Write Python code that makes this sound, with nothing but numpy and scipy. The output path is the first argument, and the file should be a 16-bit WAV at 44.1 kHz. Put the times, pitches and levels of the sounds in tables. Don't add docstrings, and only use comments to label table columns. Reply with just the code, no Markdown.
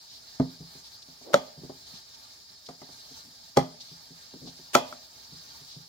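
import sys
import numpy as np
from scipy import signal
from scipy.io import wavfile

SR = 44100
rng = np.random.default_rng(int(sys.argv[2]) if len(sys.argv) > 2 else 0)


def generate_wav(signal):
    frames = np.transpose(np.atleast_2d(signal))
    scaled = np.clip(frames, -1, 1) * 32767
    pcm = np.round(scaled).astype(np.int16)
    wavfile.write(sys.argv[1], SR, pcm)


N = 259308


def from_db(db):
    return 10 ** (np.asarray(db) / 20)


def rms_one(x):
    return x / np.sqrt(np.mean(x ** 2) + 1e-20)


def blow_one(x):
    return x / np.sqrt(np.mean(x[..., :int(0.03 * SR)] ** 2) + 1e-20)


def at_hz(points, hz, axis=1):
    points = np.array(points)
    return np.interp(np.log(hz), np.log(points[:, 0]), points[:, axis])


def band(x, low, high, order=2):
    sos = signal.butter(order, [low, min(high, 0.45 * SR)], "band", fs=SR, output="sos")
    return signal.sosfilt(sos, x)


def add(out, s, sound):
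    i = int(round(s * SR))
    out[..., i:i + sound.shape[-1]] += sound[..., :N - i]


def dying(t, t60):
    return np.exp(-np.log(1000) * t / t60)


SECOND_NOTE_T60_S = 0.079

# t/s, level/dB, pitch f/Hz, treble loss/dB per octave,
# second contact level/dB against the first, note level/dB against the blow, note t60/s,
# second note f/Hz, second note level/dB against the blow, factor on the board's ring times,
# steel level/dB against the blow
CUTS = [(1.3418, -21, 571.6, 4.5, -13.5, 9, 0.075, 205, -5.5, 0.66, -14.5),
        (4.7522, -16.5, 690.5, 5, -2, -6.5, .17, 368, -5, 0.65, -12)]
# f/Hz, relative level/dB (before chance scatter), t60/s
MODES_OF_BLADE = [(2400, -1, 0.015), (2464, -1.5, 0.031), (3056, -0.5, 0.061), (3400, -5.5, 0.1),
                  (3920, -8, 0.08), (5900, -7, 0.012), (6850, 2, .045)]


def cuts():
    board, near = np.zeros((2, 2, N))
    for (s, level_db, hz, treble_loss_db, second_db, note_db, note_t60,
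         other_hz, other_db, ring, steel_db) in CUTS:
        levels_db = level_db + contact_levels(hz, 7.5, treble_loss_db)
        knock = blow(levels_db, ring, second_db, scatter_db=1)
        steel = blow_one(modes(MODES_OF_BLADE, ring=1, scatter_db=1).sum(axis=1))
        add(board, s, knock + from_db(level_db + steel_db) * steel)
        add(near, s, note(hz, level_db + note_db, note_t60))
        add(near, s, note(other_hz, level_db + other_db, SECOND_NOTE_T60_S))
    return board, near


# end t/s, length/s, level at the end/dB, brightness f/Hz
SPLITS = [(1.3388, 0.0097, -20, 1196), (3.571, 0.011, -26.5, 700), (4.755, 0.022, -14.5, 5000)]


def splits(growth_db):
    out = np.zeros((2, N))
    for end, length, level_db, bright_hz in SPLITS:
        grains = port_noise(bright_hz, SR // 4) * rng.exponential(1, SR // 4)
        coloured = band(band(grains, 300, CUTOFF_HZ), 250, bright_hz, order=1)
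        crunch = rms_one(coloured)[:, :int(length * SR)]
        swell_db = growth_db * np.linspace(-1, 0, crunch.shape[1])
        add(out, end - length, crunch * from_db(level_db + swell_db))
    return out


# t/s, f/Hz, level/dB, t60/s, overtone f/Hz, overtone level/dB against the ping
EDGE_PINGS = [(1.3419, 1320, -16, 0.019, 3670, -12), (4.7505, 1333, -16, 0.062, 2380, -9),
              (4.926, 1326, -45, 0.028, 2240, -14)]


def edge_pings():
    out = np.zeros((2, N))
    for s, hz, level_db, t60, overtone_hz, overtone_db in EDGE_PINGS:
        add(out, s, note(hz, level_db, t60))
        add(out, s, note(overtone_hz, level_db + overtone_db, 0.021))
    return out


# t/s, level/dB, pitch f/Hz, treble loss/dB per octave,
# second contact level/dB against the first, note level/dB against the blow, note t60/s,
# upper note f/Hz and level/dB, lower note f/Hz and level/dB, both against the blow
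SET_DOWNS = [(0.3986, -26, 259, 8, -9, -2.5, 0.16, 650, -7.5, 220, -13),
             (3.5714, -22.5, 548, 4.5, 3.5, 3.5, 0.068, 809.5, 1.5, 404.4, -2.5)]


def set_downs(ring):
    board, near = np.zeros((2, 2, N))
    for (s, level_db, hz, treble_loss_db, second_db, note_db, note_t60,
         upper_hz, upper_db, lower_hz, lower_db) in SET_DOWNS:
        levels_db = level_db + contact_levels(hz, 2, treble_loss_db)
        add(board, s, blow(levels_db, ring, second_db, scatter_db=1))
        notes = note(hz, note_db, note_t60)
        notes = notes + note(upper_hz, upper_db, SECOND_NOTE_T60_S)
        notes = notes + note(lower_hz, lower_db, 0.035)
        add(near, s, from_db(level_db) * notes)
    return board, near


# t/s, level/dB (before the common force), pitch f/Hz, treble loss/dB per octave
TOUCHES = [(0.599, -44.5, 175, 13), (0.747, -54, 221, 9), (1.079, -56.5, 177, 4), (1.21, -56.5, 546, 11.5),
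           (1.571, -48, 130, 6), (1.631, -44.5, 218, 8), (1.693, -42, 595, 24), (2.686, -43, 450, 2.5),
           (2.815, -48, 477, 2.5), (2.887, -54.5, 500, 5), (3.106, -56, 270, 10.5), (3.909, -52.5, 190, 17),
           (4.099, -52.5, 220, 12), (4.335, -48, 297, 7), (4.416, -46, 265, 24.5), (4.469, -47, 288, 5.5),
           (4.587, -55.5, 248, 5.5), (4.924, -49.5, 1300, 7), (5.316, -50.5, 130, 11.5),
           (5.608, -57, 161.6, 12.5), (5.759, -47, 140, 11)]
TOUCH_RISE_CYCLES = 1.8


def touches(force_db, ring):
    out, t = np.zeros((2, N)), np.arange(SR // 6) / SR
    for s, level_db, hz, treble_loss_db in TOUCHES:
        levels_db = contact_levels(hz, 4, treble_loss_db)[:5]
        board = blow(levels_db, ring, second_db=-6, scatter_db=3)
        rise = 1 - np.exp(-t * hz / TOUCH_RISE_CYCLES)
        add(out, s, from_db(level_db) * blow_one(board * rise))
    return from_db(force_db) * out


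BANDS = [50, 200, 480, 1000, 2000, 8000, 16000]
BOARD_COLOUR_DB = [0.5, 2.5, 1.5, -1.5, 5.5, -3]


def contact_levels(pitch_hz, bass_loss_db, treble_loss_db):
    centres = np.sqrt(np.multiply(BANDS[:-1], BANDS[1:]))
    octaves = np.log2(centres / pitch_hz)
    return BOARD_COLOUR_DB + np.minimum(bass_loss_db * octaves, -treble_loss_db * octaves)


# f/Hz, level/dB relative within its band, t60/s before the ring factor
MODES_OF_BOARD = [(61.6, -17.5, 0.17), (139.7, 8.5, 0.18), (167.4, 4, 0.27), (198, -13.5, 0.062),
                  (260.2, -0.5, 0.16), (370, -2.5, 0.053), (399, 4, 0.05), (441, -16.5, 0.18),
                  (605, 4.5, 0.078), (706, -5.5, 0.18), (811, -9, 0.12), (943, -4.5, 0.026),
                  (1120, -11, .03), (1210, -2, 0.059), (1350, -2, 0.013), (1510, -11, 0.055),
                  (1917, -21, 0.0055), (2080, -1, .025), (2370, -6, 0.0037), (3340, -0.5, .015),
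                  (4210, -8, 0.055), (4620, -3.5, 0.028), (5550, 0, 0.022), (6560, 0.5, 0.0091)]
# level/dB against the ringing, t60/s
CRACK = [(-11.5, 0.12), (-4, 0.11), (-3.5, 0.083), (-7, 0.058), (-5.5, 0.054), (0, 0.0088)]
SECOND_CONTACT_S = 0.0021


def blow(levels_db, ring, second_db, scatter_db):
    rings = modes(MODES_OF_BOARD, ring, scatter_db)
    hz = np.array(MODES_OF_BOARD)[:, 0]
    out, t = 0, np.arange(rings.shape[-1]) / SR
    for level_db, low, high, (crack_db, crack_t60) in zip(levels_db, BANDS, BANDS[1:], CRACK):
        in_band = rings[:, (hz >= low) & (hz < high)].sum(axis=1)
        ringing = blow_one(band(in_band, low / 1.5, high * 1.5))
        second = (t > SECOND_CONTACT_S) * dying(t - SECOND_CONTACT_S, crack_t60)
        shape = dying(t, crack_t60) + from_db(second_db) * second
        crack = blow_one(band(port_noise(low, len(t)) * shape, low, high, order=3))
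        out = out + from_db(level_db) * blow_one(ringing + from_db(crack_db) * crack)
    return out


# f/Hz, radians by which the left leads
PORT_PHASE = [(60, .05), (250, .35), (600, 1.1), (1300, 1.25), (2500, 1.5), (7000, 1.2)]


def modes(table, ring, scatter_db):
    t = np.arange(SR // 6) / SR
    hz, mode_db, t60 = np.transpose(table)
    signs = (-1) ** np.arange(len(hz))
    strength = from_db(mode_db + scatter_db * rng.standard_normal(len(hz))) * signs
    lead = at_hz(PORT_PHASE, hz)[:, None] * np.array([0.5, -0.5])[:, None, None]
    waves = np.sin(2 * np.pi * hz[:, None] * t + lead)
    return strength[:, None] * waves * dying(t, ring * t60[:, None])


def note(hz, level_db, t60):
    ringing = modes([(hz, 0, t60)], ring=1, scatter_db=0).sum(axis=1)
    return from_db(level_db) * blow_one(band(ringing, hz / 2, hz * 2))


def port_noise(hz, size):
    alike = 1 / (1 + (hz / 400) ** 2)
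    shared, own = rng.standard_normal(size), rng.standard_normal((2, size))
    return np.sqrt(alike) * shared + np.sqrt(1 - alike) * own


def rub(s, length, level_db, hz, width):
    out = np.zeros((2, N))
    noise = rms_one(band(port_noise(hz, SR), hz / (1 + width), hz * (1 + width)))
    noise = noise[:, :int(2 * length * SR)]
    add(out, max(s - length, 0), from_db(level_db) * noise * np.hanning(noise.shape[1]))
    return out


# peak t/s, half-length/s, peak level/dB, f/Hz
SHUFFLES = [(1.303, 0.08, -44, 425), (1.641, 0.046, -48, 233), (1.949, .04, -57, 170),
            (3.276, .07, -58, 177), (4.356, .033, -50.5, 276), (4.449, .07, -50, 240),
            (5.34, 0.049, -57, 195)]
# peak t/s, half-length/s, peak level/dB
SWISHES = [(0.127, 0.11, -50), (.864, 0.048, -49), (1.026, 0.014, -48), (1.967, 0.052, -46.5),
           (2.148, 0.019, -47.5), (2.667, 0.016, -46), (3.093, 0.083, -58.5), (3.815, 0.024, -43.5),
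           (3.9, 0.11, -51), (4.482, .04, -45.5), (5.72, 0.089, -47.5)]


def handling():
    shuffles = sum(rub(*row, width=0.45) for row in SHUFFLES)
    swishes = sum(rub(*row, hz=4470, width=0.25) for row in SWISHES)
    return shuffles + swishes


# f/Hz, tail t60/s, relative echo level/dB
ROOM = [(70, 0.34, -14.5), (140, 0.51, -10.5), (305, 0.35, -12), (700, 0.48, -9.5), (1400, 0.3, -9),
        (3500, 0.45, -4.5), (7200, 0.12, -12.5), (14000, .16, -7)]


def kitchen(x, first_s, early_db, early_t60):
    t, edges, response = np.arange(SR // 2) / SR, np.geomspace(45, 16500, 13), 0
    for low, high in zip(edges, edges[1:]):
        hz = np.sqrt(low * high)
        decay = dying(t, at_hz(ROOM, hz)) + from_db(early_db) * dying(t, early_t60)
        echo = rms_one(band(port_noise(hz, len(t)) * decay * (t > first_s), low, high))
        share = np.sqrt(2 * (high - low) / SR / len(t))
        response = response + from_db(at_hz(ROOM, hz, axis=2)) * echo * share
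    return signal.fftconvolve(x, response, axes=1)[:, :N]


def drift(rate):
    r = np.exp(-80 * np.pi * rate / SR)
    slow = signal.lfilter([1], [1, -2 * r, r * r], rng.standard_normal(N // 40 + 2002))[2000:]
    return np.interp(np.arange(N) / 40, np.arange(len(slow)), rms_one(slow))


# f/Hz, relative spectral level/dB
HISS = [(30, -19), (55, 0.5), (130, -1.5), (350, -8.5), (800, -9), (1700, -11), (2500, -15.5), (3500, -10),
        (4900, 2.5), (6000, -7.5), (7300, -12), (9300, -20.5), (16000, -15.5)]
# t/s, level/dB, of which only the departure from the mean is used
HISS_LEVEL = [(0.0, -54.5), (0.56, -53), (1.46, -54.5), (1.64, -54), (1.77, -54.5), (2.75, -55.5),
              (3.06, -53), (3.49, -55), (5.81, -52.5), (5.88, -57.5)]
# f/Hz, share of the hiss power
LIKENESS = [(60, 1), (200, 1), (800, 0.27), (1300, 0.95), (2200, 0.6), (4500, 0.63), (14000, 0.048)]
HISS_LAG_S = 0.00026


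def hiss(level_db, flicker_db, ripple_db):
    out, edges = 0, np.geomspace(30, 16500, 22)
    shared, own = rng.standard_normal((2, N)), rng.standard_normal((2, 2, N))
    together = drift(6.6)
    for k, (low, high) in enumerate(zip(edges, edges[1:])):
        hz = np.sqrt(low * high)
        alike = at_hz(LIKENESS, hz)
        source = shared[k % 2]
        direct = np.array([source, np.roll(source, round(HISS_LAG_S * SR))])
        gain = from_db(at_hz(HISS, hz) + flicker_db * (together + drift(19)))
        noise = np.sqrt(alike) * direct + np.sqrt(1 - alike) * own[k % 2]
        out = out + gain * band(noise, low, high)
    t = np.arange(SR // 25) / SR
    echoes = band(rng.standard_normal((2, len(t))) * dying(t, 0.085), 670, 16000, order=1)
    echoes = rms_one(echoes) / np.sqrt(len(t))
    out = out + from_db(ripple_db) * signal.fftconvolve(out, echoes, axes=1)[:, :N]
    sway_db = np.interp(np.arange(N) / SR, *np.transpose(HISS_LEVEL))
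    return rms_one(out) * from_db(level_db + sway_db - sway_db.mean())


# f/Hz, width/Hz, rms level/dB before the common level
HISS_PEAKS = [(3560, 36, -75), (4320, 51, -65), (4720, 60, -63), (4854, 20, -57), (5100, 190, -66),
              (5360, 49, -59), (6980, 42, -68)]


def hiss_peaks(level_db):
    out = 0
    for hz, width, peak_db in HISS_PEAKS:
        noise = band(rng.standard_normal((2, N)), hz - width / 2, hz + width / 2, order=1)
        out = out + from_db(level_db + peak_db) * rms_one(noise)
    return out


def scene():
    knocks, knife_notes = cuts()
    thuds, carrot_notes = set_downs(ring=0.87)
    board = knocks + thuds + splits(growth_db=26.5) + touches(force_db=0.5, ring=0.8)
    near = knife_notes + carrot_notes
    stirring = board + from_db(-14) * near
    room = kitchen(stirring, first_s=0.011, early_db=11.5, early_t60=0.12)
    background = hiss(level_db=-51.5, flicker_db=1.5, ripple_db=-0.5) + hiss_peaks(level_db=-2.0)
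    return board + near + edge_pings() + handling() + room + background


def gain_control(x, threshold_db, release_db_per_s, attack_s):
    over = np.maximum(20 * np.log10(np.abs(x).max(axis=0) + 1e-9) - threshold_db, 0)
    ramp = release_db_per_s * np.arange(N) / SR
    held = np.maximum.accumulate(over + ramp) - ramp
    r = np.exp(-1 / (attack_s * SR))
    return x * from_db(-signal.lfilter([1 - r], [1, -r], held))


CUTOFF_HZ = 15900


def record(dry):
    held = gain_control(dry, threshold_db=-1.0, release_db_per_s=34, attack_s=0.00047)
    top_cut = signal.ellip(10, 0.1, 80, CUTOFF_HZ, fs=SR, output="sos")
    return signal.sosfilt(top_cut, np.tanh(held))


dry = scene()
out = record(dry)
generate_wav(out)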